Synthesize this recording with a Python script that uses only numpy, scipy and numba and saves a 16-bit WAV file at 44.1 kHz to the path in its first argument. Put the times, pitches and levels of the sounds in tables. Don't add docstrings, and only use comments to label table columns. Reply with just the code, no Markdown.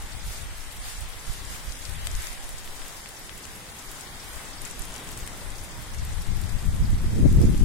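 import sys
import numpy as np
from scipy import signal
from scipy.fft import rfft, irfft, next_fast_len
from scipy.io import wavfile
from scipy.ndimage import uniform_filter1d, minimum_filter1d
from numba import njit

SR = 44100
rng = np.random.default_rng(int(sys.argv[2]) if len(sys.argv) > 2 else 0)


def wav_record(signal):
    frames = np.transpose(np.atleast_2d(signal))
    bounded = np.clip(frames, -1, 1)
    quanta = np.round(bounded * 32767).astype(np.int16)
    wavfile.write(sys.argv[1], SR, quanta)


def volts_from_decibels(level):
    exponent = np.asarray(level, float) / 20
    return 10 ** exponent


N = 337012


def curves(table):
    s, *columns = np.transpose(table)
    return [np.interp(np.arange(N) / SR, s, c) for c in columns]


def at_hz(table, hz):
    f, value = np.transpose(table)
    return np.interp(np.log(hz), np.log(f), value)


def unit(x):
    return x / np.sqrt(np.mean(x ** 2))


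def band(x, hz, width_hz, order=1):
    low = np.sqrt(hz ** 2 + width_hz ** 2 / 4) - width_hz / 2
    high = min(low + width_hz, 0.49 * SR)
    return signal.sosfilt(signal.butter(order, [low, high], "band", fs=SR, output="sos"), x)


def walk(rate):
    k = int(SR / rate)
    held = np.repeat(rng.standard_normal(N // k + 1), k)
    return 1.3 * uniform_filter1d(uniform_filter1d(held, k), k)[:N]


def swells(events, rest_db, rest_value):
    t = np.arange(0, N + 64, 64) / SR
    s, peak_db, length, value = np.transpose(events)[:, :, None]

    def at(x):
        return np.broadcast_to(x, N)[np.minimum(t * SR, N - 1).astype(int)]

    power = volts_from_decibels(2 * peak_db - 48 * ((t - s) / length) ** 2)
    rest = volts_from_decibels(2 * at(rest_db))
    total = power.sum(0) + rest
    mean = ((power * value).sum(0) + rest * at(rest_value)) / total
    return [np.interp(np.arange(N) / SR, t, c) for c in (10 * np.log10(total), mean)]


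def patter(spread_db):
    hit = rng.random((2, N)) < 2500 / SR
    size_db = np.minimum(spread_db * rng.exponential(size=(2, N)), 9.0)
    return unit(hit * rng.standard_normal((2, N)) * volts_from_decibels(size_db))


def river(roar_db):
    noise = rng.standard_normal((3, N))
    deep = unit(band(noise[0] + 0.1 * noise[1:], 84.0, 136.5, order=2))
    upper = unit(band(noise[0] + 0.31 * noise[1:], 204.0, 280.0, order=2))
    level_db = np.minimum(roar_db, -47) + 1.7 * walk(3.4)
    return volts_from_decibels(level_db) * (deep + volts_from_decibels(-4.0) * upper)


# f/Hz, density level/dB
RAIN_SPECTRUM = [(150, -6), (400, -5), (800, 0.5), (1400, -3), (2200, -5), (3500, -2.5), (6000, -10.5),
                 (9500, -1.5), (12000, -25), (16000, -28)]
# f/Hz, left-right correlation/1
PORT_COHERENCE = [(130, 0.95), (290, 1), (640, 0.64), (1400, 0.32), (3100, 0.09), (7000, 0.12)]


def rain(water_db, leaf_db, patter_share=0.16, swell_db=0.1, flicker_db=1.6):
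    out, swell, impacts = 0, walk(1.61), patter(spread_db=3.0)
    for hz in 160 * 2 ** np.arange(0, 6.8, 1 / 3):
        like = np.clip(at_hz(PORT_COHERENCE, hz), 0, 0.99)
        leafy = np.clip(np.log2(hz / 1240.0), 0, 1)
        noise = rng.standard_normal((3, N))
        hiss = np.sqrt(like) * noise[0] + np.sqrt(1 - like) * noise[1:]
        share = np.clip(patter_share * leafy, 0, 1)
        drive = np.sqrt(1 - share) * hiss + np.sqrt(share) * impacts
        trend_db = water_db + leafy * (leaf_db - 8.0 - water_db)
        level_db = at_hz(RAIN_SPECTRUM, hz) + trend_db + swell_db * swell + flicker_db * walk(9)
        out = out + volts_from_decibels(level_db) * band(drive, hz, hz / 4)
    return out * volts_from_decibels(13.0)


def splashes(level_db=-52.5, spread_db=4.5, length_ms=12.0, centre_hz=8070.0, pan_db=6.0):
    out, t = np.zeros((2, N + 1024)), np.arange(1024) / SR
    count = int(70 * N / SR)
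    for when, size, pitch, side, long in rng.random((count, 5)):
        hz = min(centre_hz * 2 ** (1.7 * (pitch - 0.6)), 14500)
        fade = np.exp(-t * 1000 / (length_ms * (0.41 + long))) * np.minimum(t / 0.0019, 1)
        spray = unit(band(rng.standard_normal((2, 1024)), hz, 0.17 * hz)) * fade
        size_db = min(-spread_db * np.log(size), 8.0)
        lean_db = pan_db * (2 * side - 1) * np.array([[1], [-1]])
        start = int(when * N)
        out[:, start:start + 1024] += volts_from_decibels(level_db + size_db + lean_db) * spray
    return out[:, :N]


# t/s, peak level/dB, length/s, low rustle level/dB
LEAF_PUFFS = [(0.33, -40, 0.15, -6), (0.89, -38.5, 0.12, -2.5), (1.32, -43.5, 0.17, -4),
              (1.53, -40, 0.11, -3), (1.65, -46, 0.2, -3), (2.06, -47, 0.083, -9), (2.24, -40, 0.16, 4.5),
              (2.89, -46, 0.48, -7), (3.96, -45.5, 0.26, -5), (4.36, -46.5, 0.26, 6), (4.61, -48, .06, -11),
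              (4.665, -47.5, 0.055, 15), (4.81, -45, .06, -8), (4.96, -48, 0.2, -27), (7.5, -47, 0.29, -10)]


def leaves():
    shaken_db, low_db = swells(LEAF_PUFFS, rest_db=-48, rest_value=2)
    pan_db = -1
    crackle = 0.33 * patter(spread_db=6.5) + rng.standard_normal((2, N))
    bright = unit(band(crackle, 5400.0, 9400.0))
    dull = unit(band(crackle, 1850.0, 1430.0)) * volts_from_decibels(low_db - 7.0)
    return (bright + dull) * volts_from_decibels(shaken_db - 1.5 + np.array([[pan_db], [-pan_db]]) / 2)


# t/s, snap level/dB, ring f/Hz
BROAD_LEAF_DROPS = [(1.723, -27, 6230), (1.755, -34, 6160), (1.7913, -31, 7650), (1.8527, -27, 6100),
                    (2.0709, -20, 8200), (2.115, -28, 7000), (2.152, -27, 6400), (2.199, -39, 7600),
                    (2.222, -29, 7200), (2.2706, -26, 6300), (2.3297, -33, 8100), (3.4536, -31, 6500),
                    (4.0099, -28, 7900), (4.36, -35.5, 6670), (4.618, -25.5, 9700), (4.6518, -23, 7100),
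                    (4.6564, -28, 7300), (4.711, -29.5, 9500), (4.821, -28, 8100), (4.9413, -30, 6750),
                    (4.953, -39, 7650), (4.9626, -31, 7400), (5.0906, -30, 6960), (5.1753, -29, 7200),
                    (5.276, -26.5, 8900), (5.504, -32, 7650), (5.6133, -37, 7300), (6.371, -33, 10900),
                    (7.4156, -27, 8900), (7.5774, -31.5, 8800)]
# t/s, snap level/dB, ring f/Hz
SMALL_LEAF_DROPS = [(1.009, -35, 8550), (1.3347, -35, 10100), (1.5042, -39, 8300), (1.8951, -35, 9600),
                    (2.164, -34, 9600), (2.246, -35, 9000), (2.4923, -33, 9100), (2.7576, -38, 7940),
                    (2.8818, -32, 8700), (3.09, -34, 9000), (3.3792, -35, 10800), (3.915, -31, 9350),
                    (4.331, -36.5, 9050), (4.794, -27, 10500), (4.8535, -33, 9800), (4.922, -35, 6960),
                    (4.9802, -34, 6200), (5.118, -36, 7000), (5.19, -37, 11500), (5.2656, -36, 8900),
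                    (6.0502, -34, 13400), (6.22, -35, 10500), (6.4146, -32.5, 10400), (6.6651, -42.5, 9400),
                    (7.326, -33, 9500)]
# t/s, knock level/dB, ring f/Hz
LEAF_KNOCKS = [
    (2.0717, -25.5, 3460),
    (2.6773, -36, 2860),
    (2.8191, -37.5, 2920),
    (3.06, -33, 2500),
    (3.295, -32, 3280),
    (3.4543, -39, 2900),
    (4.6563, -45, 2900),
    (4.9538, -35, 2920),
    (5.2759, -34.5, 3000),
    (7.547, -38, 2900),
]


def near_drops():
    faint_db, left_shade, right_shade = -46.5, 1, 0.17
    left_spray_db, right_spray_db = -9.5, -5.5
    knock_db, body_hz, stray_hz = -49, 2900.0, 7400
    rows = [(s, db, hz, left_shade * (db - faint_db), left_spray_db, knock_db, body_hz)
            for s, db, hz in BROAD_LEAF_DROPS]
    rows += [(s, db - 1.5, hz, -right_shade * (db - faint_db), right_spray_db, knock_db, body_hz)
             for s, db, hz in SMALL_LEAF_DROPS]
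    rows += [(s, knock_db, stray_hz, left_shade * (db - faint_db), left_spray_db, db, hz)
             for s, db, hz in LEAF_KNOCKS]
    count = int(6 * N / SR)
    when, size, pitch, side = rng.random((count, 4)).T
    stray_s = 0.011 + when * (N / SR - 0.02)
    stray_db = np.minimum(-43 - 2 * np.log(size), -39)
    strays = zip(stray_s, stray_db, stray_hz * 2 ** (0.9 * (pitch - 0.5)), 12.6 * side - 4.0)
    return rows + [(*row, right_spray_db, knock_db, body_hz) for row in strays]


def drops(snap_ms=0.14, level_db=6.0):
    out, t = np.zeros((2, N + 512)), np.arange(512) / SR
    rows = near_drops()
    noises = rng.standard_normal((len(rows), 512))
    for (s, snap_db, hz, pan_db, splash_db, body_db, body_hz), noise in zip(rows, noises):
        snap = np.cos(2 * np.pi * hz * t) * np.exp(-0.5 * (t * 1000 / snap_ms - 2) ** 2)
        splash = volts_from_decibels(splash_db) * band(noise, hz, 1.1 * hz, order=2) * volts_from_decibels(-60 * t / 0.022)
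        detuned_hz = body_hz * volts_from_decibels(0.15 * noise[0])
        body = np.sin(2 * np.pi * detuned_hz * t) * volts_from_decibels(-60 * t / 0.0016)
        tick = volts_from_decibels(snap_db) * (snap + splash) + volts_from_decibels(body_db + 8.5) * body
        shade_db = 1.4 * np.array([[min(pan_db, 0)], [min(-pan_db, 0)]])
        start = int(s * SR) - 12
        out[:, start:start + 512] += volts_from_decibels(level_db + shade_db) * tick
    return out[:, :N]


@njit
def bumps(centre, width, height):
    out = np.zeros(N)
    for c, w, h in zip(centre, width, height):
        for i in range(max(int(c - 4 * w), 0), min(int(c + 4 * w), N)):
            out[i] += h * np.exp(-0.5 * ((i - c) / w) ** 2)
    return out


def eddies(gust_db, eddy_ms, scatter=0.64, small_weak=0.25, drift_hz=11.3, level_db=1.0):
    count = int(1400 * N / SR)
    centre, size = rng.random((count, 2)).T
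    centre, size = centre * (N - 1), np.exp(scatter * (2 * size - 1))
    nearest = centre.astype(int)
    width = np.clip(eddy_ms[nearest], 0.3, 6) * SR / 1000 * size
    height = rng.standard_normal(count) * size ** small_weak * volts_from_decibels(3.45 * walk(30)[nearest])
    no_drift = signal.butter(1, drift_hz, "high", fs=SR, output="sos")
    flow = signal.sosfilt(no_drift, bumps(centre, width, height))
    strength = np.sqrt(uniform_filter1d(flow ** 2, int(0.15 * SR)) + 1e-12)
    return flow / strength * volts_from_decibels(gust_db + level_db)


# t/s, left level/dB, right level/dB, eddy length/ms
STEADY_AIR = [(0.0, -37.5, -52, 2.5), (1.2, -43.5, -40.5, 2.9), (2.3, -40.5, -52, 5),
              (3.2, -52.5, -49.5, 3.4), (4.1, -52, -53, 2.9), (5.7, -49, -40.5, 1.76),
              (6.05, -29, -38, 2.13), (6.6, -24, -37.5, 1.8), (6.85, -23, -19, 1.74), (7.1, -25, -31, 1.56),
              (7.64, -27.5, -24, 1.76)]
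# t/s, peak level/dB, length/s, eddy length/ms
GUSTS_ON_LEFT = [(0.18, -33, 0.16, 1.86), (0.4, -39, 0.24, 2.7), (0.62, -34.5, 0.087, 7.1),
                 (0.9, -42, 0.11, 2.4), (1.1, -39, .1, 5.5), (1.42, -37, 0.17, 2.2),
                 (1.93, -28, 0.12, 1.84), (2.13, -27.5, 0.15, 2.9), (2.55, -42, 0.19, 2.4),
                 (2.77, -36.5, 0.2, 5.8), (3.3, -48, 0.14, 2.2), (3.55, -45.5, 0.13, 2.2),
                 (3.9, -38, 0.082, 6), (4.11, -43.5, 0.082, 1.7), (4.35, -39, 0.3, 3.4),
                 (4.63, -37.5, 0.18, 4.7), (4.89, -37, 0.088, 7.2), (5.17, -33.5, 0.15, 4.3),
                 (5.3, -41, .1, 1.4), (5.52, -33.5, 0.23, 4.1), (5.98, -32, .12, 1.8),
                 (6.32, -24.5, .14, 1.8), (6.7, -24, 0.07, 1.7), (7.18, -15.5, 0.063, 0.77),
                 (7.26, -13, 0.063, 0.83), (7.35, -13.5, 0.092, 1.35), (7.51, -17, 0.16, 0.92),
                 (7.62, -14, 0.041, 1.4)]
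# t/s, peak level/dB, length/s, eddy length/ms
GUSTS_ON_RIGHT = [(0.02, -36, 0.28, 2.7), (0.3, -32.5, .12, 3), (0.5, -34, 0.091, 3.5),
                  (0.84, -37.5, 0.28, 3), (1.0, -29, 0.081, 2.6), (1.3, -26.5, 0.045, 2.8),
                  (1.5, -39.5, 0.14, 1.1), (1.7, -31, .1, 2.7), (2.12, -29.5, 0.17, 2.7),
                  (2.45, -37, 0.66, 7), (3.3, -41.5, 0.11, 2.7), (3.5, -47, 0.082, 2.3),
                  (4.1, -43, .09, 2.5), (4.8, -32.5, 0.076, 3.7), (5.2, -41.5, 0.16, 0.73),
                  (5.8, -37, 0.067, 1.7), (6.07, -33.5, 0.17, 1.9), (6.3, -36, 0.082, 2.7),
                  (6.7, -29.5, .08, 1.6), (6.95, -18.5, 0.076, 2.06), (7.05, -25, .05, 1.1),
                  (7.13, -19.5, 0.099, 1.24), (7.21, -18, .04, 1.2), (7.3, -17.5, 0.11, 2.1),
                  (7.43, -15, 0.15, 0.88), (7.55, -22, 0.099, 2.5)]


def wind():
    left_db, right_db, eddy_ms = curves(STEADY_AIR)
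    left = eddies(*swells(GUSTS_ON_LEFT, left_db, eddy_ms))
    right = eddies(*swells(GUSTS_ON_RIGHT, right_db, eddy_ms))
    return np.array([left, right])


# t/s, rain on water level/dB, rain on leaves level/dB, river roar level/dB
WEATHER = [(0.0, -51.5, -44, -57.5), (0.76, -52, -43.5, -58), (1.6, -51, -43.5, -53.5),
           (2.1, -51, -42, -52.5), (2.9, -50, -45, -53.5), (3.76, -51.5, -45.5, -51.5),
           (4.91, -48.5, -43.5, -50), (5.5, -49, -44, -51), (6.7, -51, -45, -53.5), (7.02, -50.5, -47, -49),
           (7.64, -51, -46, -50)]


def scene():
    water_db, leaf_db, roar_db = curves(WEATHER)
    return river(roar_db) + rain(water_db, leaf_db) + splashes() + leaves() + drops() + wind()


# f/Hz, width/Hz, level/dB
LEFT_RESONANCES = [(1950, 610, 4), (3950, 980, 4.5), (4130, 530, -6.5), (6000, 350, -2), (8000, 7100, 2.5),
                   (12800, 2100, -5)]
# f/Hz, width/Hz, level/dB
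RIGHT_RESONANCES = [(6300, 7200, -1.5), (10500, 3600, 1)]


def port_colour(x):
    size = next_fast_len(x.shape[1])
    hz = np.arange(size // 2 + 1) * SR / size
    colour_db = [sum(db / (1 + (2 * (hz - f) / width) ** 2) for f, width, db in port)
                 for port in (LEFT_RESONANCES, RIGHT_RESONANCES)]
    return irfft(rfft(x, size) * volts_from_decibels(np.array(colour_db)), size)


def treble_gate(x, patchy_db=3.5, cell_db=-4.0, hole_db=-5.0, top_rise_db=1.2, sag_hz=70.0, crest=22.0):
    hz, s, cells = signal.stft(x, SR, nperseg=2048)
    power = abs(cells) ** 2
    strips = rng.standard_normal((2, len(hz) // 10 + 1, len(s)))
    waver = np.repeat(unit(uniform_filter1d(strips, 2)), 10, axis=1)[:, :len(hz)]
    rise_db = top_rise_db * np.clip(hz[:, None] / 4000 - 2, 0, 1)
    smooth = uniform_filter1d(uniform_filter1d(power, 90, axis=1), 9)
    mask = smooth * volts_from_decibels(patchy_db * waver + 2 * rise_db)
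    strip_kept = uniform_filter1d(power, 10, axis=1) > mask * volts_from_decibels(2 * hole_db)
    kept = (minimum_filter1d(1 * strip_kept, size=2) > 0) & (power > mask * volts_from_decibels(2 * cell_db))
    slope = np.diff(x, 2) ** 2
    sharp = -minimum_filter1d(-slope, 1500) / uniform_filter1d(slope, 2048)
    frame_at = np.minimum(s * SR, slope.shape[1] - 1).astype(int)
    ticking = (sharp[:, frame_at] > crest)[:, None]
    loud_db = 10 * np.log10(uniform_filter1d(power.sum(axis=(0, 1)), 5))
    top_hz = 15850 - sag_hz * np.maximum(loud_db + 36 + 5 * waver[0, 0], 0)
    gain = (kept | ticking | (hz[:, None] < 2400)) & (hz[:, None] < top_hz)
    return signal.istft(cells * gain, SR, nperseg=2048)[1]


def top_cut(x):
    return signal.sosfilt(signal.butter(12, 16580, fs=SR, output="sos"), x)


def record(dry):
    edge = 2048
    wide = np.pad(dry, ((0, 0), (edge, edge)), "reflect")
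    left, right = port_colour(wide)
    mid, side = treble_gate(np.array([left + right, left - right]) / 2)[:, edge:edge + N]
    return top_cut(np.array([mid + side, mid - side]))


dry = scene()
out = record(dry)
wav_record(out)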